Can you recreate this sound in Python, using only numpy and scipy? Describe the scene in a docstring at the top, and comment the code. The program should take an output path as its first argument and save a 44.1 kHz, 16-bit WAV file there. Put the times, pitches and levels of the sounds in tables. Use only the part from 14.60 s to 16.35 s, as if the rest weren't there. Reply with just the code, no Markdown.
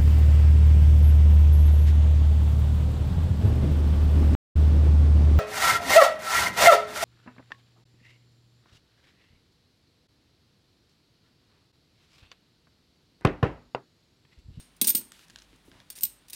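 """Coins are stacked by hand on a sheet of paper on a desk, close up in a small room with faint hiss and hum.
A clink fades at the start. From 0.2 s coins crack, chatter and scrape on the pile; the harder blows
thump the desk, and finger presses stop the ring. From 0.5 s fingers slide a coin over the paper and
pick it up with small dull ticks. From 1.3 s coins clink and scrape again, loudest at 1.43 s,
and a few light clinks follow near 1.7 s."""
import sys
import numpy as np
from scipy import signal
from scipy.io import wavfile

SR = 44100
rng = np.random.default_rng(int(sys.argv[2]) if len(sys.argv) > 2 else 0)


def dump(signal):
    """Clip the signal to [-1, 1] and save it as 16-bit WAV at the path in sys.argv[1]."""
    limited = np.clip(np.atleast_2d(signal).T, -1, 1)
    pcm = np.round(limited * 32767).astype(np.int16)
    wavfile.write(sys.argv[1], SR, pcm)


N = 77175
LEAD = round(0.1 * SR)  # samples before time zero


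def amp(db):
    """Decibels to gain."""
    return 10 ** (np.asarray(db) / 20)


def unit_rms(x):
    """Scales to rms 1."""
    return x / np.sqrt(np.mean(x ** 2) + 1e-20)


def unit_energy(x):
    """Scales to energy 1."""
    return x / (np.linalg.norm(x) + 1e-20)


def seconds(count=12000):
    """Time axis of one event."""
    return np.arange(count) / SR


def value_at(points, hz):
    """Interpolates (Hz, value) points over log frequency."""
    point_hz, values = np.transpose(points)
    return np.interp(np.log(hz + 1), np.log(point_hz + 1), values)


def tilted(spectrum, db_per_octave):
    """Brightens or dulls a spectrum."""
    return [(hz, db + db_per_octave * np.log2(hz / spectrum[0][0])) for hz, db in spectrum]


def colour(x, spectrum, size=2048):
    """Minimum-phase filter of unit energy with the given spectrum."""
    log_gain = np.log(amp(value_at(spectrum, abs(np.fft.fftfreq(size, 1 / SR)))))
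    taps = np.fft.ifft(np.exp(np.conj(signal.hilbert(log_gain)))).real[:size // 2]
    return signal.fftconvolve(x, unit_energy(taps))[:len(x)]


def play(source, rows):
    """Mixes source(*settings) in at each row's start."""
    mix = np.zeros(LEAD + N)
    for start_s, *settings in rows:
        sound = source(*settings)
        part = mix[max(LEAD + round(start_s * SR), 0):][:len(sound)]
        part += sound[:len(part)]
    return mix


def impacts(decay_s, rise_s=0.00054):
    """Spiky micro-impacts of one contact, dying quickly."""
    t = seconds()
    fade = np.exp(-t / decay_s)
    rise = 1 - np.exp(-t / rise_s)
    noise = rng.standard_normal(len(t))
    spike_db = np.minimum(rng.exponential(1, len(t)), 3)
    return unit_energy(noise * amp(spike_db) * fade * rise) * np.linalg.norm(fade)


def ring(drive, hz, t60_s):
    """One mode rung by impacts, scaled to the energy of a decaying sine of height 1."""
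    decay_per_sample = np.log(1000) / (t60_s * SR)
    radius = np.exp(-decay_per_sample)
    feedback = [1, -2 * radius * np.cos(2 * np.pi * hz / SR), radius * radius]
    return unit_energy(signal.lfilter([1, 0, -1], feedback, drive)) / (2 * np.sqrt(decay_per_sample))


# Coins lying in the pile. Each row: mode in Hz, relative level in dB, t60 in seconds.
PILE_MODES = [(8497, -6, .09), (8600, -2, 0.15), (9144, 2, 0.05), (8950, -9, .03), (9630, -3.5, 0.03),
              (9500, -11.5, .035), (10870, -7.5, .04), (12340, -14.5, .03), (13900, -6, .045),
              (14250, 2, 0.042), (14690, 0, 0.032), (15020, -11, .03)]
def pile_ring(drive):
    """All coins of the pile ring together."""
    return sum(amp(db) * ring(drive, hz, t60_s) for hz, db, t60_s in PILE_MODES) / 2


# Rocking pile. Each row: mode in Hz, level in dB relative to the contact, t60 in seconds.
CLACK_MODES = [(3854, -25.5, 0.0092), (4285, -16, 0.0081), (5036, -17, .01), (5606, -16, 0.014),
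               (6530, -18.5, 0.012)]
def clack(contact):
    """The pile rocks briefly on the desk."""
    modes = sum(amp(db) * unit_energy(ring(contact, hz, t60_s)) for hz, db, t60_s in CLACK_MODES)
    return modes * np.linalg.norm(contact)


# Finger presses on the pile. Each entry: time in seconds.
PRESSES_S = [.242, .309, .414, 1.454]
def finger_damping(start_s, decay_s=0.004):
    """Gain of a ring begun at start_s: free until the next press stops it."""
    free_s = min([press for press in PRESSES_S if press > start_s], default=np.inf) - start_s
    return np.exp(-np.maximum(seconds() - free_s, 0) / decay_s)


# Spectrum of coin contact. Each row: frequency in Hz, relative level in dB.
CRACK_SPECTRUM = [(60, -41), (500, -23), (900, -17), (1450, -13), (1950, -9.5), (2400, -5), (3300, -3.5),
                  (3900, -2), (5200, 0), (7700, -2), (8600, 5.5), (10200, 0.5), (11600, 2), (12500, -8),
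                  (13400, -7.5), (14500, -9), (15600, 0.5), (16500, -29)]
# Coin on coin. Each row: start in seconds, crack level in dB, crack decay in seconds, crack tilt in
# dB per octave, pile ring in dB, struck coin's ring in dB, its pitch in Hz, its t60 in seconds.
COIN_HITS = [(-.05, -26.5, 0.0082, 1.5, -31.5, -46, 14500, 0.21),
             (0.165, -58.5, .005, -1, -63.5, -72.5, 14500, 0.024),
             (0.2137, -14, 0.0028, 2, -21.5, -18, 14410, 0.096),
             (.2435, -27, 0.0071, 0.5, -34, -42, 14530, 0.075),
             (0.2478, -22.5, 0.0011, -1.5, -29, -60, 14530, .03),
             (0.2707, -21.5, 0.0077, 19, -17.5, -28, 14450, .06),
             (.2760, -18, 0.0052, 18, -19, -37, 14540, .06),
             (0.2829, -20, 0.0048, 2.5, -42, -26, 14350, .06),
             (0.2919, -23, .003, 3.9, -32, -13, 14200, .08), (0.3015, -24, 0.0035, 0, -23, -23, 14130, .04),
             (0.3073, -20, .002, 7.5, -30, -34, 14380, 0.034),
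             (0.349, -15.5, 0.0024, 16, -22.5, -41, 14450, 0.054),
             (.3518, -21, 0.0029, 1.5, -49, -18, 14200, 0.099),
             (0.367, -32.5, 0.0087, 1, -36, -44, 14450, 0.054),
             (.3780, -29.5, 0.0041, 14, -33, -36, 14570, .04), (0.392, -40, 0.0054, 6, -44, -46, 14200, .1),
             (0.413, -47, 0.0026, -5, -54, -54, 14200, .1),
             (1.3014, -36, 0.0037, -1, -43, -34.5, 14560, .04),
             (1.3790, -43.5, .002, -6.5, -64, -42, 14560, .02),
             (1.386, -40, 0.0027, -0.5, -51, -50, 14560, .02),
             (1.3974, -50.5, .002, -6.5, -55, -52.5, 14500, .02),
             (1.4084, -36, 0.0015, 0.5, -38, -45, 14200, 0.063),
             (1.421, -43, 0.0027, 1, -50, -37, 14300, .15),
             (1.4331, -21, 0.0036, 4, -27, -14, 14200, 0.046),
             (1.4510, -28.5, .003, 3, -36.5, -25, 14220, .025),
             (1.6831, -49, 0.0033, -2, -57, -59.5, 14550, .03),
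             (1.699, -41.5, 0.0022, 0, -60.5, -56, 14550, 0.025),
             (1.7032, -39, 0.0024, 5, -68, -44, 14550, 0.026),
             (1.7260, -48, .002, -4.5, -53, -64, 14550, .03),
             (1.731, -34, 0.0039, -1, -53, -36, 14550, .04),
             (1.7388, -41, 0.0037, -0.5, -61, -52, 14550, .04),
             (1.7462, -43, 0.0045, -2, -50, -55, 14550, .04)]
def clink(start_s, crack_db, crack_s, tilt_db_per_octave, pile_db, coin_db, coin_hz, coin_t60_s):
    """A coin lands with a crack; its chatter rings both coin and pile."""
    contact = impacts(crack_s)
    chatter = impacts(decay_s=0.002)
    crack = colour(contact, tilted(CRACK_SPECTRUM, tilt_db_per_octave)) + clack(contact)
    main_mode = ring(chatter, coin_hz, coin_t60_s)
    low_mode = amp(-11.5) * ring(chatter, coin_hz / 1.698, coin_t60_s * 1.5)
    ringing = amp(pile_db) * pile_ring(chatter) + amp(coin_db) * (main_mode + low_mode)
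    return amp(crack_db) * crack + finger_damping(start_s) * ringing


# Woody knock of the desk top. Each row: mode in Hz, relative level in dB, t60 in seconds.
DESK_MODES = [(590, -19, 0.041), (878, -15.5, 0.042), (1380, -20.5, .03)]
# Blows on the desk. Each row: start in seconds, level in dB, final pitch in Hz, shudder level in dB.
DESK_BLOWS = [(0.2149, -27.5, 199.4, -46), (0.245, -38, 250, -55), (0.275, -41.5, 222, -76),
              (0.298, -44, 200, -49), (.3462, -33, 201, -60), (0.386, -41, 209, -54),
              (0.928, -53.5, 260, -66), (1.079, -49, 271, -53.5), (1.117, -55, 162.5, -57.5),
              (1.153, -56.5, 202, -54.5), (1.4325, -45, 172, -49), (1.734, -56, 287, -67)]
def thump(db, final_hz, shudder_db):
    """The desk top knocks and bends, higher notes first, over a deep shudder."""
    sweep_hz, sweep_s, rise_s, decay_s = 480, 0.0026, 0.008, 0.004
    shudder_hz, shudder_peak_s = 85, 0.0038
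    t = seconds()
    bend_hz = final_hz + sweep_hz * np.exp(-t / sweep_s)
    envelope = (1 - np.exp(-t / rise_s)) ** 2 * np.exp(-t / decay_s)
    bend = envelope / envelope.max() * np.sin(2 * np.pi * np.cumsum(bend_hz) / SR)
    knock = sum(amp(mode_db - 60 * t / t60_s) * np.sin(2 * np.pi * hz * t)
                for hz, mode_db, t60_s in DESK_MODES)
    shudder = t / shudder_peak_s * np.exp(1 - t / shudder_peak_s) * np.sin(2 * np.pi * shudder_hz * t)
    return amp(db) * (bend + knock) + amp(shudder_db) * shudder


def friction(length_s, edge_s, grains_per_s=1500):
    """Sparse grains over hiss, faded in and out as one stroke."""
    t = seconds()
    grain_db = 3 * np.minimum(rng.exponential(1, len(t)), 3)
    signs = rng.choice([-1, 1], len(t))
    catches = rng.random(len(t)) < grains_per_s / SR
    grains = unit_rms(amp(grain_db) * signs * catches)
    hiss = 1.4 * rng.standard_normal(len(t))
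    envelope = np.clip(np.minimum(t, length_s - t) / edge_s, 0, 1)
    return unit_rms(grains + hiss) * envelope


# Coin over coin. Each row: start in seconds, length in seconds, level in dB.
COIN_SCRAPES = [(0.262, 0.019, -39), (1.317, 0.017, -55), (1.353, 0.027, -49), (1.421, 0.053, -51.5),
                (1.462, 0.0089, -60)]
def scrape(length_s, db):
    """The relief of one coin catches on another and keeps the pile ringing."""
    grains = friction(length_s, edge_s=0.0012)
    rasp = colour(grains, tilted(CRACK_SPECTRUM, db_per_octave=-1))
    ringing = amp(-7) * unit_energy(pile_ring(grains)) * np.linalg.norm(grains)
    return amp(db) * (rasp + ringing)


# Nail and coin edge. Each row: start in seconds, level in dB, decay in seconds, centre in Hz.
DULL_TICKS = [(0.5196, -37, 0.0016, 4730), (0.5929, -44.5, 0.0011, 3050), (0.6287, -57, .002, 1810),
              (0.683, -52, 0.0014, 5000), (0.6993, -39.5, 0.00047, 3500), (0.7038, -45.5, 0.0014, 3500),
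              (0.7595, -34, 0.00088, 3470), (0.7863, -45.5, 0.0037, 3500), (0.8, -52.5, 0.0015, 3700),
              (0.8198, -47, 0.0029, 3680), (0.929, -58.5, .002, 2600), (.960, -59.5, 0.0025, 6050),
              (1.1160, -47.5, .0016, 2695), (1.2019, -44, 0.0015, 2590)]
def tick(db, decay_s, centre_hz):
    """A contact damped by the fingers: a broad noise band and a short hollow knock."""
    skirt_db, skirt_octaves = -6.5, 0.88
    band = [(hz, max(skirt_db * (np.log2(hz / centre_hz) / skirt_octaves) ** 2, -40))
            for hz in np.geomspace(100, SR / 2, 20)]
    contact = impacts(decay_s, rise_s=0.0001)
    knock = amp(-2) * ring(contact, hz=1632, t60_s=0.0089)
    return amp(db) * (colour(contact, band) + knock)


# Spectra of paper hiss and low rub. Each row: frequency in Hz, relative level in dB.
PAPER_SPECTRUM = [(200, -22), (900, 1), (1600, -0.5), (4000, -1.5), (7000, -10.5), (11000, -13.5),
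                  (16000, -25)]
RUB_SPECTRUM = [(30, -7), (130, 10.5), (320, -5.5), (600, 2.5), (1200, 0.5), (3000, -31), (16000, -57.5)]
# Coin and fingers on paper. Each row: start in seconds, length in seconds, hiss level in dB,
# hiss tilt in dB per octave, rub level in dB.
PAPER_SLIDES = [(.52, .14, -60, 2, -72), (0.659, 0.2, -67, 1.5, -74), (0.877, 0.105, -69, -1, -71.5),
                (1.043, 0.065, -69, 8.5, -72), (1.11, .12, -63, -2.5, -66.5)]
def slide(length_s, hiss_db, tilt_db_per_octave, rub_db):
    """Paper hisses under the coin while the desk carries a low rub."""
    grains = friction(length_s, edge_s=0.012)
    hiss = colour(grains, tilted(PAPER_SPECTRUM, tilt_db_per_octave))
    return amp(hiss_db) * hiss + amp(rub_db) * colour(grains, RUB_SPECTRUM)


def early_reflections(x, echoes_per_s=3000, gap_s=0.001, decay_s=0.009):
    """Quick echoes off the hands, the desk and the things on it."""
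    t = seconds(count=4096)
    echoes = rng.standard_normal(len(t)) * (rng.random(len(t)) < echoes_per_s / SR)
    taps = echoes * (t > gap_s) * np.exp(-t / decay_s)
    return signal.fftconvolve(x, unit_energy(taps))[:len(x)]


# Room decay. Each row: frequency in Hz, t60 in seconds.
ROOM_T60 = [(200, 0.24), (1000, 0.48), (4000, 0.23), (9000, 0.34), (15000, 0.22)]
def reverb(x, rise_s=0.01):
    """Diffuse tail, each band dying at its own speed."""
    hz, t, bands = signal.stft(rng.standard_normal(SR // 2), SR, nperseg=256)
    decay = amp(-60 * t / value_at(ROOM_T60, hz)[:, None])
    _, tail = signal.istft(bands * decay, SR, nperseg=256)
    rise = np.minimum(seconds(count=len(tail)) / rise_s, 1) ** 2
    return signal.fftconvolve(x, unit_energy(tail * rise))[:len(x)]


# Spectrum of room hiss. Each row: frequency in Hz, relative density in dB.
AIR_SPECTRUM = [(12, -33.5), (20, -7), (55, -2), (154, 3.5), (277, -0.5), (459, -7.5), (897, -10),
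                (3840, -10), (6010, -19), (11100, -22.5), (13200, -31.5), (14700, -27), (16000, -31)]
# Hum envelope. Each row: time in seconds, rms level in dB.
HUM_LEVELS = [(0, -68.5), (.66, -78.5), (.78, -66.5), (1.1, -70), (1.25, -79.5), (1.52, -68.5), (1.75, -81)]
def room_tone(hiss_db=-63.5, hum_hz=50):
    """Faint steady hiss and a mains hum of wavering level."""
    t = seconds(count=N)
    hum_db = np.interp(t, *np.transpose(HUM_LEVELS))
    hum = np.sqrt(2) * np.sin(2 * np.pi * (hum_hz * t + rng.random()))
    hiss = colour(rng.standard_normal(LEAD + N), AIR_SPECTRUM, size=8192)[LEAD:]
    return amp(hiss_db) * unit_rms(hiss) + amp(hum_db) * hum


# Spectrum of the room's return. Each row: frequency in Hz, relative level in dB.
WALL_SPECTRUM = [(100, 2), (3500, 3), (9000, -1.5), (14000, -5)]
def scene():
    """Coins, fingers and desk in the room, mono."""
    coins = play(scrape, COIN_SCRAPES)
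    coins += play(clink, [(hit[0], *hit) for hit in COIN_HITS])  # the start also sets the damping
    handling = play(tick, DULL_TICKS) + play(slide, PAPER_SLIDES)
    desk = play(thump, DESK_BLOWS)
    near = coins + handling + desk + amp(-9) * early_reflections(coins)
    far = amp(-15) * colour(reverb(coins + handling), WALL_SPECTRUM) + amp(-5.5) * reverb(desk)
    return ((near + far)[LEAD:] + room_tone())[None]


def record(dry):
    """Steep low-pass at 16.1 kHz."""
    lowpass = signal.firwin(255, 16100, window=("kaiser", 9), fs=SR)
    return signal.oaconvolve(dry, lowpass[None], "same")


dry = scene()
out = record(dry)
dump(out)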